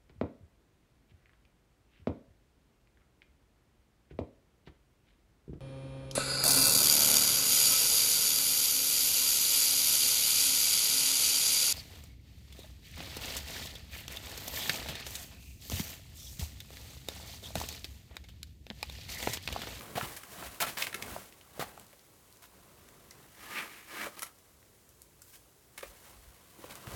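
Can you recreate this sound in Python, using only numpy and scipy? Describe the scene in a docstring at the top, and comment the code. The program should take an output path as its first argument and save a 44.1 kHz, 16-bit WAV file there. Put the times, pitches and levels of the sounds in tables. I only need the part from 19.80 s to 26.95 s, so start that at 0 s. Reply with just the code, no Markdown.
"""Someone shuffles and turns on sand and gravel in a narrow sandstone canyon, close to the microphone.
For two seconds uneven steps crunch and knock, and pebbles click under the soles. After a lull the feet
pivot, from about 3.6 s, and friction draws two long scrapes; a rock chip tips over and rings. Near 6 s
a step rocks a flat stone, and the last steps fall near 7 s. Throughout, the rock walls return short
echoes over faint moving air and microphone hiss."""
import sys
import numpy as np
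from scipy import signal
from scipy.fft import rfft, irfft
from scipy.io import wavfile

SR = 44100
rng = np.random.default_rng(int(sys.argv[2]) if len(sys.argv) > 2 else 0)


def wrap_up_sound(samples):
    """Save the sound to the file named by the first command line argument, as 16-bit audio."""
    columns = np.atleast_2d(samples).T
    # keep every value between -1 and 1, then stretch to whole-number steps
    tamed = np.clip(columns, -1, 1)
    steps = np.round(tamed * 32767).astype(np.int16)
    wavfile.write(sys.argv[1], SR, steps)


N = 315491
TIME = np.arange(N) / SR


def from_db(db):
    """Amplitude ratio of a level in decibels."""
    return 10 ** (np.asarray(db) / 20)


def unit_rms(x):
    """Normalisation to an rms of 1."""
    return x / np.sqrt(np.mean(x ** 2) + 1e-20)


def band(x, low_hz, high_hz, order=2):
    """Causal Butterworth band-pass."""
    sos = signal.butter(order, [low_hz, min(high_hz, .47 * SR)], "band", fs=SR, output="sos")
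    return signal.sosfilt(sos, x + 1e-18)


def resonate(x, hz, width_hz):
    """Two-pole band-pass, with gain 1 at its peak."""
    r = np.exp(-np.pi * width_hz / SR)
    feedback = [1, -2 * r * np.cos(2 * np.pi * hz / SR), r * r]
    return signal.lfilter(np.array([1, 0, -1]) * (1 - r * r) / 2, feedback, x + 1e-18)


def swell(s, length, rise_s, fall_s):
    """Exponential growth until time s, a hold, then exponential decay."""
    return np.exp(-np.maximum(s - TIME, 0) / rise_s - np.maximum(TIME - s - length, 0) / fall_s)


def add(out, s, sound):
    """Superposition of a short sound, starting at time s."""
    at = max(round(s * SR), 0)
    out[at:at + len(sound)] += sound[:max(N - at, 0)]


# The spectrum of air and hiss. Each row: frequency in Hz, relative spectral density in dB.
AIR_SPECTRUM = [(25, -24), (42, 3), (66, 5.5), (135, 1), (220, -6), (430, -3.5), (700, -11), (1500, -19),
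                (2500, -23), (4000, -19.5), (7000, -16), (17000, -19)]
# Puffs of air on the microphone. Each row: time of full strength in seconds, level in dB.
AIR_PUFFS = [(.24, -50), (.64, -52.5), (.83, -57), (1.28, -51.5), (1.84, -58), (4.23, -66), (6.07, -59),
             (6.36, -54.5), (6.48, -57.5), (7.12, -58)]


def air(steady_db=-63.5):
    """Broadband noise of air and hiss, with slow pressure fluctuations from puffs on the microphone."""
    hz, density_db = np.transpose(AIR_SPECTRUM)
    bins_hz = np.arange(N // 2 + 1) * SR / N
    colour = from_db(np.interp(np.log(bins_hz + 1), np.log(hz), density_db))
    steady = unit_rms(irfft(rfft(rng.standard_normal(N)) * colour, N))
    rumble = unit_rms(band(rng.standard_normal(N), 41.5, 74))
    puffs = sum(from_db(db) * swell(s, length=0.025, rise_s=0.018, fall_s=0.041) for s, db in AIR_PUFFS)
    return from_db(steady_db) * steady + puffs * rumble


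# Reflections from nearby rock faces. Each row: delay in seconds, gain in dB.
WALL_ECHOES = [(.0019, -25), (.0047, -35), (.0096, -25), (0.0126, -40)]
# The diffuse tail. Each row: lower and upper band edges in Hz, gain in dB, 60 dB decay time in seconds.
REVERB_BANDS = [(110, 890, -25, 0.38), (890, 2900, -21, 0.18), (2600, 14700, -13.5, 0.12)]


def canyon(x, build_s=0.0052):
    """Early reflections follow the direct sound, then reverberation whose treble decays first."""
    t = TIME[:SR // 2]
    response = np.zeros(len(t))
    for low_hz, high_hz, db, t60 in REVERB_BANDS:
        envelope = (1 - np.exp(-t / build_s)) * from_db(-60 * t / t60)
        tail = band(rng.standard_normal(len(t)), low_hz, high_hz) * envelope
        response += from_db(db) * tail / np.linalg.norm(tail)
    bounce = band(signal.unit_impulse(SR // 100), 73, 5500, order=1)   # rough rock scatters the treble
    for delay, db in WALL_ECHOES:
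        add(response, delay, from_db(db) * bounce)
    return x + signal.fftconvolve(x, response)[:N]


def drift(per_s):
    """Random fluctuation of rms 1, interpolated between per_s values a second."""
    knots = rng.standard_normal(N // 20)
    return unit_rms(np.interp(TIME * per_s, np.arange(len(knots)), knots))


def grains(per_s, spread_db, clump_db):
    """Stick-slip motion: tiny collisions of uneven size, whose strength comes in clumps."""
    sizes = from_db(spread_db * np.minimum(rng.exponential(1, N), 4)) * rng.choice([-1, 1], N)
    struck = rng.random(N) < per_s / SR
    return sizes * struck * from_db(clump_db * drift(per_s=260))


def stones(hits, spectrum, q_factor, count):
    """Impact excitation: each collision falls to one of many stones, which rings at its own frequency."""
    hz, db = np.transpose(spectrum)
    log_hz = np.log(hz)
    log_pitches = np.linspace(log_hz[0], log_hz[-1], count) + rng.normal(0, 0.013, count)
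    strengths = from_db(np.interp(log_pitches, log_hz, db))
    owner = rng.integers(0, count, N)
    rings = (strengths[k] * unit_rms(resonate(hits * (owner == k), pitch, pitch / q_factor))
             for k, pitch in enumerate(np.exp(log_pitches)))
    return unit_rms(sum(rings))


# How strongly loose stones ring, coarse and fine. Each row: frequency in Hz, relative level in dB.
PEBBLE_SPECTRUM = [(520, -3), (780, 0), (980, 0), (1300, 3.5), (1480, -2.5)]
GRIT_SPECTRUM = [(1500, 0.95), (2300, -0.5), (3000, -0.43), (4000, 0), (5500, 1)]


def ground(per_s, spread_db, clump_db):
    """Granular noise in four textures of rms 1: the smaller the grains, the higher their band."""
    coarse = grains(per_s, spread_db, clump_db)
    fine = grains(2 * per_s, spread_db, clump_db)
    tread = band(rng.standard_normal(N), 69, 404)
    pebbles = band(stones(coarse, PEBBLE_SPECTRUM, q_factor=14, count=12), 330, 1770)
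    grit = band(stones(fine, GRIT_SPECTRUM, q_factor=19, count=18), 1540, 4570)
    sand = band(fine, 4030, 16700)
    return np.array([unit_rms(x) for x in (tread, pebbles, grit, sand)])


# The balance of tread, pebbles, grit and sand. Each row: gain in a shuffle in dB, gain in a crunch
# in dB, dB gained per dB of fineness.
TEXTURE_MIX = [(-2.5, -6.5, -1.0), (-1, 0.7, -0.27), (-0.16, 2.85, 0.37), (3, 1, 0.82)]
# Restless rubbing between steps. Each row: time in seconds, base level in dB.
RUBBING_LEVEL = [(0, -61.5), (1.4, -61.5), (1.52, -67.5), (2.3, -70.5), (3.5, -69.5), (4.5, -71.5),
                 (5.3, -75), (5.9, -73.5), (6.1, -67), (7.15, -69)]
# Shifts of weight. Each row: time of full strength and hold in seconds, base level and fineness in dB.
WEIGHT_SHIFTS = [(0, 0.036, -55, -6), (0.103, .03, -57.5, -7.5), (0.222, 0.094, -52, -1.5),
                 (0.524, .15, -55.5, -0.5), (.73, .02, -60.5, 0.5), (0.892, 0.032, -55, 0.5),
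                 (1.07, 0.018, -57.5, -4), (1.195, 0.049, -56, -7.5), (1.283, 0.065, -51.5, -3.5),
                 (1.38, .05, -61.5, 2.5), (1.79, 0.097, -58.5, -3), (1.975, 0.042, -64.5, -5.5),
                 (2.76, 0.62, -70, -7), (3.4, 0.057, -66, -4), (5.488, .07, -76, 15), (6.05, .03, -63, 2),
                 (6.16, .1, -71, 3.5), (6.283, .03, -62.5, 0.5), (6.814, .28, -60.5, -2.5),
                 (7.125, .05, -50.5, -5)]


def shuffle(rise_s=0.051, fall_s=0.051):
    """Friction of soles on loose ground swells with each shift of weight; incoherent powers add."""
    mix_db, _, tilt = np.transpose(TEXTURE_MIX)
    restless = from_db(np.interp(TIME, *np.transpose(RUBBING_LEVEL)))
    power = (from_db(mix_db)[:, None] * restless) ** 2
    for s, length, db, fineness_db in WEIGHT_SHIFTS:
        strengths = from_db(db + mix_db + tilt * fineness_db)[:, None]
        power += (strengths * swell(s, length, rise_s, fall_s)) ** 2
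    return np.sum(np.sqrt(power) * ground(per_s=4500, spread_db=2.0, clump_db=1.4), axis=0)


# A loose rock chip tips over and lands. Each row: start in seconds, base level in dB.
CHIP_LANDINGS = [(4.421, -40), (4.4303, -35.5), (4.4658, -49)]
# The chip's modes. Each row: frequency in Hz, relative level in dB, 60 dB decay time in seconds.
CHIP_MODES = [(1330, 2.5, 0.021), (1950, -0.5, 0.022), (5600, -6, 0.016), (10670, -1, .03),
              (11290, 0, 0.034)]


def chip(scatter_db=1.5):
    """Free vibration: each landing excites the chip's modes, which decay exponentially."""
    out, t = np.zeros(N), TIME[:SR // 8]
    for s, landing_db in CHIP_LANDINGS:
        for hz, db, t60 in CHIP_MODES:
            envelope = from_db(landing_db + db + rng.normal(0, scatter_db) - 60 * t / t60)
            add(out, s, envelope * np.sin(2 * np.pi * hz * t))
    return out


# Gravel giving way under a foot. 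Each row: start and length in seconds, base level and fineness in dB.
GRAVEL_CRUNCHES = [(.152, .013, -44.5, -3), (.166, 0.02, -43, -5), (0.194, 0.025, -52, 0),
                   (0.225, .029, -47.5, -1), (.362, 0.011, -55, 12.5), (0.584, 0.053, -55.5, -8.5),
                   (0.633, 0.038, -53.5, 2), (0.801, .024, -37, 5), (0.824, 0.028, -44.5, -3.5),
                   (.864, 0.034, -44.5, -1), (0.969, 0.0091, -43, 1), (0.983, 0.062, -46, 4.5),
                   (1.064, 0.012, -45, -1.5), (1.794, 0.035, -44, -1), (2.62, 0.035, -65, 6.5),
                   (4.366, 0.027, -56.5, 0), (4.418, 0.015, -51, 7), (4.459, 0.011, -62, 8),
                   (5.531, .033, -69, 11), (5.975, 0.016, -56.5, 1.5), (6.024, .013, -55, 2),
                   (6.837, .007, -53.5, -8), (6.896, .03, -53, -2), (6.952, .016, -58.5, 2),
                   (7.066, 0.022, -57, -9)]


def crunches(bite_s=0.003, tread_fall_s=0.0047, sand_fall_s=0.0081):
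    """Compaction: grains collide for as long as the foot sinks, and the finest die away last."""
    envelopes, t = np.zeros((4, N)), TIME[:SR // 3]
    _, mix_db, tilt = np.transpose(TEXTURE_MIX)
    falls = np.geomspace(tread_fall_s, sand_fall_s, 4)[:, None]
    bite = np.minimum(t / bite_s, 1)
    for s, length, level_db, fineness_db in GRAVEL_CRUNCHES:
        shapes = bite * np.exp(-np.maximum(t - length, 0) / falls)
        strengths = from_db(level_db + mix_db + tilt * fineness_db)
        for envelope, strength, shape in zip(envelopes, strengths, shapes):
            add(envelope, s, strength * shape)
    return np.sum(envelopes * ground(per_s=4500, spread_db=3.5, clump_db=-1.5), axis=0)


def settling(count=8, longest_wait_s=0.25, centre_hz=4700, ring_db=-66, crack_db=-59.5, scatter_db=3):
    """Relaxation: disturbed grit settles after a crunch; gives the time, pitch and levels of each tick."""
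    ticks = []
    for which, wait, size, force in rng.random((count, 4)):
        crunch_s = GRAVEL_CRUNCHES[int(which * len(GRAVEL_CRUNCHES))][0]
        hz = centre_hz * 2 ** ((size - .5) / 2)
        boost_db = scatter_db * force
        ticks.append((crunch_s + wait * longest_wait_s, hz, ring_db + boost_db, crack_db + boost_db))
    return ticks


# Stone snapping against stone. Each row: start in seconds, pitch in Hz, ring level in dB,
# crack level in dB, number of contacts.
STONE_SNAPS = [(.0093, 2260, -43.5, -57, 1), (0.2114, 1330, -29.5, -59, 1), (.3655, 2290, -57, -47, 3),
               (.4342, 1490, -45, -49.5, 2), (0.625, 1340, -42.5, -62, 2), (.9735, 2400, -36, -54, 3),
               (1.0219, 2750, -32, -35, 1), (1.0238, 2650, -26, -42, 2), (1.0691, 2200, -33, -41, 1),
               (1.128, 1900, -41, -52, 2), (1.1436, 2000, -33.5, -40, 3), (1.224, 2490, -35.5, -41.5, 2),
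               (1.5247, 2680, -52.5, -62, 1), (1.612, 3070, -52.5, -63, 1), (1.7951, 1080, -38.5, -46, 1),
               (1.9974, 3170, -54, -48, 1), (2.0673, 4400, -67, -57, 1), (2.1297, 2390, -55.5, -58, 1),
               (2.194, 4400, -57, -72, 1), (2.526, 4070, -61, -55.5, 1), (2.5712, 4700, -66, -59, 1),
               (2.64, 1380, -55, -56, 1), (3.088, 1900, -55.5, -56, 1), (3.309, 5670, -48, -66, 2),
               (3.7847, 2390, -41, -61, 2), (4.3937, 2220, -44.5, -39, 1), (4.422, 1970, -43, -37, 1),
               (4.4318, 1980, -57, -41, 1), (4.5877, 5000, -73, -58.5, 1), (4.828, 1950, -60, -74, 1),
               (5.0915, 5600, -69, -56, 1), (5.219, 5770, -76, -47, 1), (5.419, 3880, -80, -49.5, 2),
               (5.9779, 2040, -45.5, -46, 3), (6.0085, 1710, -50.5, -55, 2), (6.0995, 5800, -64, -58, 1),
               (6.909, 3330, -50, -54, 2), (6.955, 1860, -55, -44, 1), (7.071, 1750, -45, -55, 1)]
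# The modes of a small angular stone. Each row: multiple of its pitch, relative level in dB.
STONE_MODES = [(.72, -3), (1.0, 2.5), (1.37, -1.5), (1.95, -1.5)]


def clicks(rebound_s=0.0023, loss_db=0.5, ring_cycles=2.9, crack_s=0.00056, spray_db=-18, spray_s=0.026):
    """Hard impacts ring inharmonic modes and scatter a little sand; each rebound loses energy."""
    out, t = np.zeros(N), TIME[:SR // 20]
    attack = slice(SR // 400)   # the first 2.5 ms set the level
    spray = from_db(spray_db) * np.exp(-t / spray_s)
    multiples, mode_db = np.transpose(STONE_MODES)
    strengths = from_db(mode_db) * (-1) ** np.arange(len(STONE_MODES))
    snaps = [(s + k * rebound_s, hz, ring_db - k * loss_db, crack_db - k * loss_db)
             for s, hz, ring_db, crack_db, contacts in STONE_SNAPS for k in range(round(contacts))]
    for s, hz, ring_db, crack_db in snaps + settling():
        rattle_noise, crack_noise = rng.standard_normal((2, len(t)))
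        crack_noise[2] = 3.3   # the first hard contact
        mode_hz = hz * multiples * rng.uniform(.95, 1.05, len(STONE_MODES))
        cycles = mode_hz[:, None] * t
        modes = np.sin(2 * np.pi * cycles) * np.exp(-cycles / ring_cycles)
        ring = band(strengths @ modes, 640, 13000, order=1)
        rattle = spray * unit_rms(resonate(rattle_noise, hz, 0.47 * hz))
        crack = band(crack_noise * (np.exp(-t / crack_s) + spray), 5100, 13700)
        add(out, s, from_db(ring_db) * (ring / np.std(ring[attack]) + rattle))
        add(out, s, from_db(crack_db) * crack / np.std(crack[attack]))
    return out


# A shoe knocking on bedded stones. Each row: start in seconds, level in dB, pitch in Hz,
# 60 dB decay time in seconds.
SHOE_KNOCKS = [(0.156, -34, 136, 0.041), (.1745, -27, 740, .015), (.179, -15, 755, .02),
               (.228, -34, 135, 0.052), (.6244, -32, 670, 0.031), (.823, -31.5, 1343, .11),
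               (1.149, -34, 373, 0.035), (1.363, -26, 673, 0.018), (1.777, -38, 610, .025),
               (1.7947, -16, 410, 0.0081), (1.7995, -35, 140, 0.048), (1.824, -24, 810, 0.02),
               (1.9755, -32.5, 825, .015), (2.131, -47, 575, 0.037), (3.312, -49, 2040, 0.043),
               (4.268, -34.5, 583, 0.038), (5.418, -53, 1440, .03), (6.789, -39, 312, .037),
               (6.8412, -34.5, 516, 0.04), (7.073, -36, 115, 0.058), (7.136, -39, 91, .092)]
# A flat stone rocking under the heel. Each row: mode frequency in Hz, level in dB,
# 60 dB decay time in seconds.
SLAB_MODES = [(530, -33, 0.039), (1195, -39, .024), (1780, -46, .06), (2410, -43, 0.055)]


def knocks(slab_at_s=6.0295, roughness=0.46, onset_s=0.00074):
    """Damped vibration: a soft blow draws one rough note from a half-buried stone, several from a slab."""
    out, t = np.zeros(N), TIME[:SR // 8]
    slab = [(slab_at_s, db, hz, t60) for hz, db, t60 in SLAB_MODES]
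    for s, db, hz, t60 in SHOE_KNOCKS + slab:
        rough = unit_rms(band(rng.standard_normal(len(t)), hz / 1.7, hz * 1.5))
        envelope = (1 - np.exp(-t / onset_s)) * from_db(-60 * t / t60)
        add(out, s, from_db(db) * envelope * (np.sin(2 * np.pi * hz * t) + roughness * rough))
    return out


# A pivoting sole gathers speed, slides and grips again. Each row: time of full speed, hold, rise and
# fall in seconds, level in dB, excess of rasp over low body in dB.
PIVOT_SLIDES = [(3.635, .03, 0.053, 0.044, -55, 3.5), (3.716, 0.11, 0.029, 0.054, -48.5, 1.5),
                (3.772, 0.019, .022, 0.023, -44.5, 15), (3.919, 0.069, 0.076, 0.076, -59, 7),
                (4.127, 0.048, 0.037, .03, -51, 1.5), (4.205, 0.06, 0.04, 0.016, -43.5, 4),
                (4.327, 0.15, 0.039, 0.022, -62, 4)]


def drag(reference_db=-50, sand_at_reference_db=-51.5, sand_exponent=0.72):
    """Gains of body, rasp and sand: slides add in power, and the sand follows by a compressive law."""
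    slides = np.array([from_db(db) * swell(s, hold, rise, fall)
                       for s, hold, rise, fall, db, _ in PIVOT_SLIDES])
    edge = from_db(np.transpose(PIVOT_SLIDES)[-1] / 2)[:, None]
    body, rasp, whole = (np.linalg.norm(x, axis=0) for x in (slides / edge, slides * edge, slides))
    sand = from_db(sand_at_reference_db) * (whole / from_db(reference_db)) ** sand_exponent
    return body, rasp, sand


# Peaks in the scrape's tone, a low body and a high rasp. Each row: frequency and bandwidth in Hz,
# relative gain in dB.
BODY_PEAKS = [(168, 91, -1.5), (322, 117, 2), (550, 220, -2), (990, 420, -0.5)]
RASP_PEAKS = [(1225, 54, 7.5), (1725, 360, 0.5), (2310, 290, 3.5), (2700, 470, 0), (4700, 7400, -16)]
# The pitch of the rasp as the sole slides. Each row: time in seconds, frequency in Hz.
RASP_GLIDE = [(3.55, 1570), (3.71, 1770), (3.78, 2260), (3.86, 1920), (4.0, 2060), (4.15, 1900),
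              (4.23, 1600), (4.28, 1050)]


def scrapes(focus_db_per_octave=7):
    """Sliding friction: a gritty scrape whose rasp glides in pitch as the foot twists."""
    rubbing = grains(per_s=11000, spread_db=1.5, clump_db=1.5)
    rolling = grains(per_s=7800, spread_db=2.0, clump_db=1.2)
    low_peaks = sum((-1) ** k * from_db(db) * resonate(rolling, hz, width)
                    for k, (hz, width, db) in enumerate(BODY_PEAKS))
    body = band(low_peaks, 135, 1500)
    pitch = np.interp(TIME, *np.transpose(RASP_GLIDE))
    weights = np.array([from_db(db - focus_db_per_octave * np.abs(np.log2(hz / pitch)))
                        for hz, _, db in RASP_PEAKS])
    high_peaks = sum((-1) ** k * weights[k] * resonate(rubbing, hz, width)
                     for k, (hz, width, _) in enumerate(RASP_PEAKS))
    rasp = band(high_peaks / np.linalg.norm(weights, axis=0), 550, 5400)
    sand = band(rubbing, 2400, 16000)
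    return sum(gain * unit_rms(x) for gain, x in zip(drag(), (body, rasp, sand)))


def scene():
    """Superposition of the feet, their reflections from the rock walls and the quiet air."""
    feet = shuffle() + crunches() + scrapes() + clicks() + chip() + knocks()
    return (canyon(feet) + air())[None]


def record(dry, low_hz=34, high_hz=17300):
    """Band limiting: the microphone loses the deepest rumble, and the top is cut steeply."""
    thinned = signal.sosfilt(signal.butter(2, low_hz, "high", fs=SR, output="sos"), dry)
    return signal.sosfilt(signal.ellip(10, .2, 70, high_hz, fs=SR, output="sos"), thinned)


dry = scene()
out = record(dry)
wrap_up_sound(out)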